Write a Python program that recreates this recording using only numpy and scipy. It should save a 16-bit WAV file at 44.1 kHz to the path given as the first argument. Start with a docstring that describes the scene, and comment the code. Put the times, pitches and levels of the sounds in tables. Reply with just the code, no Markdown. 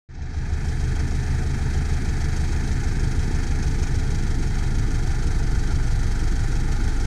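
"""Antique car idling on grass

A four-cylinder car in the open, about 3 m off, the microphone carried from its nose to its side.
The uneven exhaust chugs about 25 times a second and shakes the body; iron parts clatter and knock.
With every firing a burst of fizzing ticks, probably the ignition coils, comes from under the hood."""
import sys
import numpy as np
from scipy import signal
from scipy.fft import rfft, irfft
from scipy.io import wavfile

SR = 44100
rng = np.random.default_rng(int(sys.argv[2]) if len(sys.argv) > 2 else 0)


def dump(signal):
    """Clip the signal to [-1, 1] and save it as 16-bit WAV at the path in sys.argv[1]."""
    limited = np.clip(np.atleast_2d(signal).T, -1, 1)
    pcm = np.round(limited * 32767).astype(np.int16)
    wavfile.write(sys.argv[1], SR, pcm)


N = 311346
T = np.arange(N) / SR
IDLE_HZ, EXCESS_HZ, SETTLE_S = 23.93, 2.07, 7.3  # the firing rate starts fast and eases towards idle

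# microphone's walk, 0 at the nose to 1 at the side: time_s, position
WALK = [(1.2, 0), (5.6, 1)]
# microphone closing in on the hood, then circling it: time_s, distance_m
HOOD_DISTANCE = [(0, 3.74), (2.1, 2.84), (4.6, 3), (7, 2.84)]
# the engine is most direct as the microphone passes the hood louvres: time_s, openness (0 to 1)
LOUVRES = [(0, 0), (3.7, 0.99), (7.06, 0.14)]
# the hood's sounds fall behind the chug as the tailpipe comes closer: time_s, lag_firings
HOOD_LAG = [(1, -.03), (3.5, .01), (7, .13)]
# throb of the rocking car: harmonic, crest_firings, nose_db, side_db
ROCKING = [(1, 0, -23.5, -18.9), (2, .24, -31.2, -24.2), (3, .12, -22.6, -25.4), (4, .12, -55, -36)]
# one exhaust puff per cylinder, unevenly spaced, the last one weak: place_firings, level_db
CYLINDERS = [(-.07, 4.2), (1.37, 3.9), (2.22, 7.2), (2.97, -7.4)]
# exhaust pipe resonances: pitch_hz, width_hz, nose_db, side_db
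PIPE_MODES = [(72.8, 4.76, -39.5, -38.5), (113, 5, -65, -45), (125.9, 5.4, -43.5, -47),
              (142.8, 40.5, -52, -54.5)]
# spectrum of the turbulent gas: frequency_hz, level_db
RUMBLE_SPECTRUM = [(4, 8), (12, -31), (30, 5.5), (65, 5.5), (130, 6), (180, -7.5), (300, -24.5), (600, -54)]
# spectrum of the drumming body: frequency_hz, level_db
BODY_SPECTRUM = [(60, -34.5), (150, -6), (200, -3.5), (280, 1), (370, -5), (450, -5), (500, -11),
                 (560, -34), (700, -36.5)]
# ringing body panels: pitch_hz, t60_s, nose_db, side_db
PANEL_MODES = [(224.5, 0.08, -15.5, -20.5), (269.4, 0.25, -6, -11.5), (354.7, 0.063, -20.5, -16),
               (445.3, 0.12, -13, -21.5)]
# the body's hum, dropping away at the side: time_s, level_db
HUM_LEVEL = [(4.5, -5), (6, -20)]
# strength of the mechanical noise at each cylinder's firing: fizz_db, clatter_db
ACCENTS = [(1.5, 0.5), (2.5, 2.5), (3.1, 0), (1, 2.5)]
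# spectrum of the gears and valves: frequency_hz, level_db
CLATTER_SPECTRUM = [(400, -17.5), (575, -21.5), (660, 0), (830, 3.5), (950, -2.5), (1090, -20),
                    (1220, -4.5), (1420, 0), (1780, 1), (1950, -3.5), (2250, -2), (2620, -6.5), (2900, -35),
                    (4000, -37.5)]
# mechanical knocks in each cycle: place_firings, pitch_hz, nose_db, side_db
KNOCKS = [(0.84, 797, -25, -16), (0.96, 750, -12, -26), (2, 670, -28, -23.5), (0.89, 1450, -23, -25),
          (1.4, 1900, -33, -38)]
# ringing block and hood: pitch_hz, t60_s, nose_db, side_db
IRON_MODES = [(620, .05, -14, -13.5), (748.5, 0.14, -15, -22.5), (846, 0.055, -35, -21),
              (1252, 0.045, -20.5, -17.5), (1434, 0.048, -34, -15), (1556, 0.021, -30, -8),
              (1772, 0.15, -17, -15), (2140, 0.0045, -14, -8)]
# spectrum of a burst of ticks: frequency_hz, level_db
FIZZ_SPECTRUM = [(2000, -1), (2500, 3.5), (2880, -10), (3220, 5.5), (3550, -7.5), (3900, 1), (4600, -5.5),
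                 (5300, 4), (6400, 5), (7300, -1.5), (8600, -4), (9500, -24), (11500, -19.5), (15000, -45)]
# ringing of the ticking contact: pitch_hz, t60_s, level_db
CONTACT_MODES = [(3180, 0.0065, -11.5), (4500, 0.031, -10.5), (5300, 0.0054, -8.5), (5930, 0.049, -13.5),
                 (6300, 0.024, -10.5), (6600, 0.036, -10.5), (8720, 0.0095, -16)]
# spectrum of the mechanical hiss: frequency_hz, level_db
HISS_SPECTRUM = [(2000, -5.5), (2880, -6), (3220, 1), (3520, -5), (3850, 3.5), (4250, -0.5), (4580, 4.5),
                 (5000, -1), (6500, -1), (7700, -4.5), (8700, -5), (10200, -9.5), (11500, -17.5),
                 (15000, -24.5)]
# spectrum of a tick's bright onset: frequency_hz, level_db
SNAP_SPECTRUM = [(5000, -11), (9000, -2), (12000, -4), (15000, -18)]


def amp(db):
    """Decibels to gain."""
    return np.exp(np.asarray(db) * (np.log(10) / 20))


def unit_rms(x):
    """Scales to unit level."""
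    return x / np.sqrt(np.mean(x ** 2) + 1e-20)


def curve(rows):
    """A table's points joined by straight lines in time."""
    return np.interp(T, *np.transpose(rows))


def wander(hz, size=8192):
    """Random drift of unit level, mostly slower than hz."""
    t = np.linspace(0, T[-1], size)
    f = np.fft.rfftfreq(size, t[1])
    drift = irfft(rfft(rng.standard_normal(size)) * np.exp(-(f / hz) ** 2), size)
    return np.interp(T, t, unit_rms(drift))


def colour(x, spectrum, size=16384):
    """Minimum-phase filter with the given spectrum; the result has unit level."""
    hz, db = np.transpose(spectrum)
    f = abs(np.fft.fftfreq(size, 1 / SR))
    rolloff_db = 28 * np.log10(np.maximum(f / hz[-1], 1))
    log_gain = np.log(amp(np.interp(np.log(f + 1), np.log(hz + 1), db) - rolloff_db))
    impulse = np.fft.ifft(np.exp(np.conj(signal.hilbert(log_gain)))).real[:size // 2]
    return unit_rms(signal.oaconvolve(x, impulse)[:N])


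def clicks(turns):
    """A click each time the count of turns passes a whole number."""
    return np.r_[0, np.diff(np.floor(turns)) > 0].astype(float)


def facing(walk, nose_db, side_db):
    """Gain of a part as the microphone goes from nose to side."""
    return amp(nose_db + walk * (side_db - nose_db))


def ring(hits, hz, t60):
    """Each hit sets one decaying mode going; the result has unit level."""
    radius, angle = np.exp(-np.log(1000) / (t60 * SR)), 2 * np.pi * hz / SR
    return unit_rms(signal.lfilter([0, 1], [1, -2 * radius * np.cos(angle), radius ** 2], hits + 1e-18))


def radiate(hits, modes, walk):
    """Modes that beam forwards or sideways, so their balance turns with the walk."""
    return sum(ring(hits, hz, t60) * facing(walk, nose, side) for hz, t60, nose, side in modes)


def stroke(crank, opens, length, edge, fall, accent_column):
    """A gate that opens once a firing, as strong as that cylinder makes it; times in firings."""
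    turn = crank - opens
    age = turn % 1
    cylinder = np.floor(turn).astype(int) % len(ACCENTS)
    strength = amp(np.array(ACCENTS)[cylinder, accent_column])
    return strength * (1 - np.exp(-age / edge)) * np.exp(-(np.maximum(age - length, 0) / fall) ** 2)


def rattle(crank, count, uneven_db):
    """Loose parts, each struck at its own place in every cycle, never quite equally hard."""
    cycle = np.mod(crank, len(CYLINDERS)) / len(CYLINDERS)
    part = np.searchsorted((np.arange(count) + rng.random(count)) / count, cycle) % count
    size = rng.choice([-1, 1], count) * rng.uniform(0.26, 1, count)
    struck = np.r_[0, np.diff(part) != 0]
    return unit_rms(struck * size[part] * amp(uneven_db * rng.standard_normal(N)))


def rocking(crank, walk):
    """The pistons shake the whole car once a firing: a deep throb with a few overtones."""
    return sum(facing(walk, nose_db, side_db) * np.cos(2 * np.pi * harmonic * (crank - crest))
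               for harmonic, crest, nose_db, side_db in ROCKING)


def exhaust(crank, walk, muffler_hz=224):
    """Four unequal puffs ring the pipe and are rounded by the muffler, over a rumble of turbulent gas."""
    crank = crank + 0.004 * wander(2.7)
    puffs = sum(amp(db) * clicks((crank - place) / len(CYLINDERS)) for place, db in CYLINDERS)
    puffs *= 2 * SR / IDLE_HZ * amp(3.7 * curve(LOUVRES) + .5 * wander(22))
    chug = np.zeros(N)
    for k, (hz, width, nose_db, side_db) in enumerate(PIPE_MODES):
        mode = signal.lfilter(*signal.iirpeak(hz, hz / width, SR), puffs)
        chug += (-1) ** k * mode * facing(walk, nose_db, side_db)  # neighbours swing in opposite senses
    chug = signal.sosfiltfilt(signal.butter(4, muffler_hz, fs=SR, output="sos"), chug, padtype=None)
    turbulence = colour(rng.standard_normal(N), RUMBLE_SPECTRUM)
    return chug + turbulence * amp(-30.5 + 2.9 * curve(LOUVRES))


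def body(crank, walk):
    """Shaking panels drum nearly the same pattern every cycle and hum at eight times the firing rate."""
    drumming = rattle(crank + .004 * wander(4), count=40, uneven_db=3.5)
    blows = colour(drumming + amp(-1) * rng.standard_normal(N), BODY_SPECTRUM)
    panels = amp(-1.5) * blows + radiate(blows, PANEL_MODES, walk)
    hum = np.cos(2 * np.pi * 8 * crank) * amp(curve(HUM_LEVEL) + 2 * wander(3.3))
    return (panels + hum) * facing(walk, nose_db=-37.5, side_db=-36.5) * amp(0.75 * curve(LOUVRES))


def clatter(crank, walk):
    """Gears and valves chatter in the iron block, a little harder at each firing, among ringing knocks."""
    swell = 1.36 + 0.26 * stroke(crank, opens=-0.47, length=0.49, edge=0.05, fall=0.22, accent_column=1)
    noise = rng.standard_normal(N)
    chatter = amp(-5.5) * rattle(crank + .01 * wander(10), count=70, uneven_db=3.0)
    blows = colour((noise + chatter) * swell * amp(0.74 * wander(21)), CLATTER_SPECTRUM)
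    knocks = np.zeros(N)
    for place, hz, nose_db, side_db in KNOCKS:
        hits = clicks((crank - place + 0.0357 * wander(8.4)) / len(CYLINDERS)) * amp(1.5 * wander(16))
        knocks += facing(walk, nose_db, side_db) * ring(hits, hz, t60=0.068)
    iron = amp(-1) * blows + amp(-1.5) * radiate(blows, IRON_MODES, walk) + knocks
    return iron * facing(walk, nose_db=-40, side_db=-42)


def fizz(crank, walk, tick_hz=240):
    """A buzzing contact ticks for half of each firing, over a steady mechanical hiss."""
    gate = stroke(crank, opens=-0.383, length=0.31, edge=0.012, fall=0.18, accent_column=0)
    ticks = clicks(np.cumsum(tick_hz * amp(1.8 * wander(90))) / SR)
    ticks *= amp(rng.uniform(-4.5, 3.7, N)) * gate
    # each tick scatters between the hood and the block for a few milliseconds
    energy = signal.oaconvolve(ticks ** 2, np.exp(-T[:SR // 25] / 0.0056))[:N]
    scatter = unit_rms(np.sqrt(np.abs(energy))) * rng.standard_normal(N)
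    burst = colour(scatter + amp(-18) * unit_rms(ticks), FIZZ_SPECTRUM)
    burst *= amp(-4 + 1.4 * curve(LOUVRES))
    pings = sum(amp(db) * ring(ticks * rng.uniform(-1.24, 1, N), hz, t60)
                for hz, t60, db in CONTACT_MODES)
    pings *= facing(walk, nose_db=-11, side_db=-8) * amp(4.4 * curve(LOUVRES))
    hiss = colour(rng.standard_normal(N) * amp(0.77 * wander(60)), HISS_SPECTRUM)
    # the hardest ticks start with a bright snap
    snap_envelope = signal.oaconvolve(ticks * rng.random(N), np.exp(-T[:SR // 50] / 0.0019))[:N]
    snap = colour(snap_envelope * rng.standard_normal(N), SNAP_SPECTRUM)
    snap *= facing(walk, nose_db=-27.5, side_db=-21.5)
    buzz = (burst + pings + snap) * amp(0.47 * wander(13))
    return (buzz + amp(-3.5) * hiss) * amp(-44)


def scene():
    """The car at one moving microphone; body and hood sounds fall off with distance."""
    firing_hz = IDLE_HZ + EXCESS_HZ * np.exp(-T / SETTLE_S)
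    crank = np.cumsum(firing_hz) / SR  # counted in firings
    hood_crank = crank - curve(HOOD_LAG)
    walk, distance_m = curve(WALK), curve(HOOD_DISTANCE)
    nearness = np.mean(distance_m) / distance_m
    front = body(crank, walk) + clatter(hood_crank, walk) + fizz(hood_crank, walk)
    car = rocking(crank, walk) + exhaust(crank, walk) + nearness * front
    return car[None]


def record(dry):
    """The sound cuts in part way up a fade that opens the top treble last; then the band limit."""
    start_s, cut_s, fade_in_s, fade_out_s = .088, .003, .85, .004
    dull_hz, band_limit_hz = 7500, 15200
    fade = np.sin(np.pi / 2 * np.minimum(T / fade_in_s, 1)) * np.clip((T - start_s) / cut_s, 0, 1)
    dry = dry * np.minimum((T[-1] - T) / fade_out_s, 1)
    dull = signal.oaconvolve(dry, signal.firwin(21, dull_hz, fs=SR)[None], "same")
    faded = fade * (dull + fade ** 2 * (dry - dull))
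    lowpass = signal.firwin(511, band_limit_hz, window=("kaiser", 9), fs=SR)
    return signal.oaconvolve(faded, lowpass[None], "same")


dry = scene()
out = record(dry)
dump(out)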